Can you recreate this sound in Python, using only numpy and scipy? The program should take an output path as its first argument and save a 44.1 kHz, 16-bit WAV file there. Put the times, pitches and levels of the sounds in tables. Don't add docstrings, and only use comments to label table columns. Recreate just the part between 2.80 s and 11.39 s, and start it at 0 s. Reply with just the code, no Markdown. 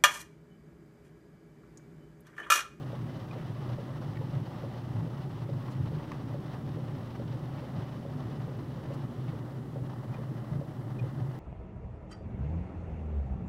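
import sys
import numpy as np
from scipy import signal
from scipy.fft import rfft, irfft, next_fast_len
from scipy.io import wavfile
from scipy.ndimage import uniform_filter1d

SR = 44100
rng = np.random.default_rng(int(sys.argv[2]) if len(sys.argv) > 2 else 0)


def bounce(signal):
    frames = np.transpose(np.atleast_2d(signal))
    limited = np.clip(frames, -1, 1)
    pcm = np.round(limited * 32767).astype(np.int16)
    wavfile.write(sys.argv[1], SR, pcm)


N = 378819
TIME = np.arange(N) / SR

# t/s, f/Hz
FIRING_RATE = [(0, 60), (1, 59.54), (2, 58.03), (2.7, 56.3), (3.1, 54.55), (3.35, 76.26), (4.3, 74.8),
               (5, 73.8), (6, 70.4), (6.6, 66.04), (7.3, 61.85), (8, 59.13), (8.6, 59.75)]
# t/s, relative air boom/dB, relative frame thud/dB, length/s
ROAD_BUMPS = [(0.254, -35, -51, 0.13), (0.917, -32.5, -46, 0.18), (1.567, -31.5, -46, 0.15),
              (2.176, -31.0, -39, 0.2), (2.75, -30, -40, 0.099), (3.052, -29, -32.5, 0.18),
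              (3.556, -35.0, -43, 0.14), (4.11, -36.5, -48, 0.24), (4.994, -32.5, -40, 0.1),
              (6.47, -35.5, -49, 0.23), (7.75, -32, -42.0, 0.18), (8.23, -31.5, -48, 0.14),
              (8.427, -31, -46.0, 0.14)]
# f/Hz, relative level/dB
HISS_EQ = [(1000, -9.5), (2250, -3), (2600, -1.5), (2820, -0.5), (2990, 2.5), (3250, -1.5), (3500, -1.5),
           (4100, -4.5), (5250, -8), (5600, -8), (6300, -14.5), (6900, -25.5), (10000, -36), (16000, -54)]
# f/Hz, relative level/dB
BRIGHT_EQ = [(1500, -5), (4000, 3), (7500, -3.5), (11000, -10), (16000, -12)]


def cab_rumble(shake_db, boom_trim_db=-1.43, panel_db=-46, thud_db=-51, jolt_trim_db=-3):
    # f/Hz, relative level/dB
    boom_eq = [(15, -33), (35, -27), (55, -28.5), (78, -17.5), (95, -20), (113, 1), (128, 4), (148, -2.5),
               (168, -6), (190, -22), (260, -46), (500, -76)]
    panel_eq = [(120, -15), (180, -6.5), (212, 1), (240, -1.5), (315, -1), (345, -5.5), (370, -4),
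                (420, -9), (470, -13.5), (497, -16), (600, -19), (1200, -64)]
    thud_eq = [(20, -33), (55, -27), (85, -7.5), (108, 4.5), (120, -3), (140, -23), (300, -68),
               (1000, -120)]
    boom = noise(boom_eq)
    boom /= np.sqrt(uniform_filter1d(boom ** 2, size=2000))
    load_db, revs_db = effort_db(), 20 * np.log10(curve(FIRING_RATE))
    engine_db = 0.2 * (load_db - load_db.mean()) + 0.57 * (revs_db - revs_db.mean())
    road_db = 0.22 * (shake_db - shake_db.mean())
    panels = noise(panel_eq) * gain_of(panel_db + road_db + engine_db + 0.76 * wander(25))
    jolts = swells([(s, db + jolt_trim_db, length) for s, _, db, length in ROAD_BUMPS])
    thud = noise(thud_eq) * np.hypot(gain_of(thud_db), jolts)
    return boom * gain_of(shake_db + boom_trim_db) + panels + thud


def road_shake_db(bed_db=-38.5, waver_db=2.8, bump_trim_db=-0.7):
    uneven = gain_of(bed_db + waver_db * wander(30))
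    bumps = swells([(s, db + bump_trim_db, length) for s, db, _, length in ROAD_BUMPS])
    return 20 * np.log10(np.hypot(uneven, bumps))


def engine(gain_db=-49, waver_db=2.5):
    # multiple of the firing rate, level/dB ahead of the cab's resonance
    orders = [(1 / 3, -1), (1, -1.5), (2, -3), (2.5, -7), (3, -10), (3.5, -2), (4, -13), (5, -12), (6, -8)]
    # f/Hz, gain/dB
    cab_eq = [(20, -18), (60, -12), (80, -2), (120, 0.5), (160, 11.5), (200, -1.5), (350, 0), (500, -12.5)]
    firing_hz = curve(FIRING_RATE)
    firings = np.cumsum(firing_hz * (1 + 0.003 * wander(10))) / SR
    drone = np.zeros(N)
    for order, db in orders:
        level = gain_of(db + eq_db(cab_eq, order * firing_hz) + waver_db * wander(6))
        drone += level * np.sin(2 * np.pi * (order * firings + rng.random()))
    return gain_of(gain_db) * drone


def effort_db(sink_db_per_s=0.24, lift_at_s=6.5, lift_length_s=0.16, lift_db=3):
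    lifted = np.clip((TIME - lift_at_s) / lift_length_s, 0, 1)
    return -sink_db_per_s * TIME - lift_db * lifted


def roar_and_hiss(roar_db=-50.5, hiss_db=-62, swell_db=0.5):
    # f/Hz, relative level/dB
    roar_eq = [(400, -20), (495, -4.5), (525, 0.5), (600, 0), (690, -6.5), (765, -0.5), (800, -5),
               (850, -3), (930, -6), (1190, -7), (1510, -14), (2030, -15), (2230, -31), (3200, -44)]
    flutter = wander(45) + 0.65 * wander(130)
    swell = swell_db * wander(8)
    roar = noise(roar_eq) * gain_of(roar_db + 0.31 * effort_db() + swell + 1.37 * flutter)
    hiss = noise(HISS_EQ) * gain_of(hiss_db + effort_db() + 0.47 * swell + 1.06 * flutter)
    return roar + hiss * gain_of(1.26 * wander(150))


def turn_signal(first_s=0.1305, blink_s=0.8535):
    # f/Hz, relative level/dB, t60/s
    tick_modes = [(257, -14, 0.048), (465, -4, 0.1), (544, 6.5, 0.047), (627, -7.5, 0.041),
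                  (840, -12, 0.028)]
    tock_modes = [(322, -5, 0.047), (456, 2, 0.055), (504, 7.5, 0.035), (582, -9, 0.055),
                  (967, -3.5, 0.032)]
    closes = np.arange(first_s, N / SR, blink_s)
    opens = np.arange(first_s + blink_s / 2, N / SR, blink_s)
    ticks = signal_clicks(closes, tick_modes, gain_db=-35.8, rise_s=0.0018, echo_s=0.0105, echo_db=-8)
    tocks = signal_clicks(opens, tock_modes, gain_db=-38.6, rise_s=0.003, echo_s=0.0135, echo_db=-6)
    return ticks + tocks


def signal_clicks(times, modes, gain_db, rise_s, echo_s, echo_db):
    t = np.arange(SR // 6) / SR
    ring = sum(gain_of(db - 60 * t / t60) * np.sin(2 * np.pi * hz * t) for hz, db, t60 in modes)
    ring *= 1 - np.exp(-t / rise_s)
    clicks = np.zeros(N)
    for s in times:
        add(clicks, s, gain_of(gain_db) * ring)
        add(clicks, s + echo_s, gain_of(gain_db + echo_db) * ring)
    return cab_reverb(clicks, t60=0.26, wet_db=-15)


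def trim_knocks(body_db=-34, body_t60=0.03, crack_db=-47, crack_t60=0.006):
    # t/s, relative level/dB
    hits = [(2.882, -14), (3.3185, -0.5), (6.527, -23), (7.332, -21), (7.343, -14)]
    # f/Hz, relative level/dB
    trim_eq = [(300, -18), (750, -8), (1050, 14), (1500, -1), (2100, 4.5), (3000, -9.5), (4200, -14),
               (5500, -30), (7200, -39), (9000, -42), (15000, -44)]
    t = np.arange(4096) / SR
    blows, cracks = np.zeros(N), np.zeros(N)
    for s, db in hits:
        add(blows, s, rng.standard_normal(len(t)) * gain_of(body_db + db - 60 * t / body_t60))
        bright = coloured(rng.standard_normal(len(t)), BRIGHT_EQ)
        add(cracks, s, bright * gain_of(crack_db + db - 60 * t / crack_t60))
    body = coloured(blows, trim_eq) * blows.std()
    return cab_reverb(body + cracks, t60=0.11, wet_db=-9)


def trim_patter(clicks_per_s=160, spread_db=4, bed_db=-70, flurry_trim_db=3):
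    # t/s, relative level/dB, length/s
    flurries = [(.6, -61, .05), (1.37, -58.5, .03), (3.07, -64, .05), (4.785, -60, .03), (6.495, -63, .03)]
    # f/Hz, relative level/dB
    rattle_eq = [(300, -14), (900, 3), (2000, 7.5), (2250, 3.5), (3000, 0.5), (5500, -15), (7000, -24),
                 (16000, -38)]
    strength = gain_of(spread_db * np.minimum(rng.exponential(1, N), 2)) * rng.choice([-1, 1], N)
    strikes = rng.random(N) < clicks_per_s / SR
    clicks = cab_reverb(strength * strikes, t60=0.011, wet_db=-2.5)
    level = gain_of(bed_db + effort_db()) + gain_of(flurry_trim_db) * swells(flurries)
    return coloured(clicks, rattle_eq) * level


def trim_squeaks(scrape_db=-10):
    # t/s, level/dB, f/Hz, length/s
    slips = [(0.513, -48, 2450, 0.012), (7.346, -55, 2430, 0.025), (8.196, -48.5, 2460, 0.023)]
    squeaks = np.zeros(N)
    for s, db, hz, length in slips:
        t = np.arange(0, length, 1 / SR)
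        scrape = coloured(rng.standard_normal(4096), HISS_EQ)[:len(t)]
        tone = np.sin(2 * np.pi * hz * t) + gain_of(scrape_db) * scrape
        add(squeaks, s - length / 2, gain_of(db) * np.hanning(len(t)) * tone)
    return cab_reverb(squeaks, t60=0.085, wet_db=-9)


def brushing():
    # t/s, level/dB, length/s
    strokes = [(2.92, -62, 0.03), (6.143, -61, 0.022)]
    return swells(strokes) * noise(BRIGHT_EQ)


def blower(hz=259, level_db=-60):
    level = gain_of(level_db + 3.2 * wander(5.9))
    pitch_hz = hz * (1 + 0.004 * wander(12))
    return level * np.sin(2 * np.pi * np.cumsum(pitch_hz) / SR)


def cab_reverb(x, t60, wet_db):
    t = np.arange(SR // 5) / SR
    tail = rng.standard_normal(len(t)) * gain_of(-60 * t / t60) * (t > 0.002)
    return x + gain_of(wet_db) * signal.oaconvolve(x, tail / np.linalg.norm(tail))[:N]


def gain_of(db):
    return 10 ** (np.asarray(db) / 20)


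def unit_rms(x):
    return x / np.sqrt(np.mean(x ** 2) + 1e-20)


def curve(rows):
    return np.interp(TIME, *np.transpose(rows))


def swells(rows):
    return sum(gain_of(db) * np.exp(-(2 * (TIME - s) / length) ** 2) for s, db, length in rows)


def wander(rate):
    return unit_rms(np.interp(TIME * rate, np.arange(4000), rng.standard_normal(4000)))


def eq_db(eq, hz):
    f, db = np.transpose(eq)
    return np.interp(np.log(hz + 1), np.log(f + 1), db)


def coloured(x, eq):
    size = next_fast_len(len(x))
    gains = gain_of(eq_db(eq, np.fft.rfftfreq(size, 1 / SR)))
    return unit_rms(irfft(rfft(x, size) * gains, size)[:len(x)])


def noise(eq):
    return coloured(rng.standard_normal(N), eq)


def add(mix, s, sound):
    part = mix[max(round(s * SR), 0):][:len(sound)]
    part += sound[:len(part)]


def scene():
    driving = cab_rumble(road_shake_db()) + engine() + roar_and_hiss()
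    trim = trim_knocks() + trim_patter() + trim_squeaks()
    return (driving + turn_signal() + trim + brushing() + blower())[None]


def record(dry, hiss_db=-71.5, cutoff_hz=15820):
    # f/Hz, relative level/dB
    mic_eq = [(100, -8), (7500, 0.5), (10000, -0.5), (16000, -2.5)]
    hiss = gain_of(hiss_db) * noise(mic_eq)
    low_pass = signal.firwin(511, cutoff_hz, window=("kaiser", 9), fs=SR)
    return signal.oaconvolve(dry + hiss, low_pass[None], "same")


dry = scene()
out = record(dry)
bounce(out)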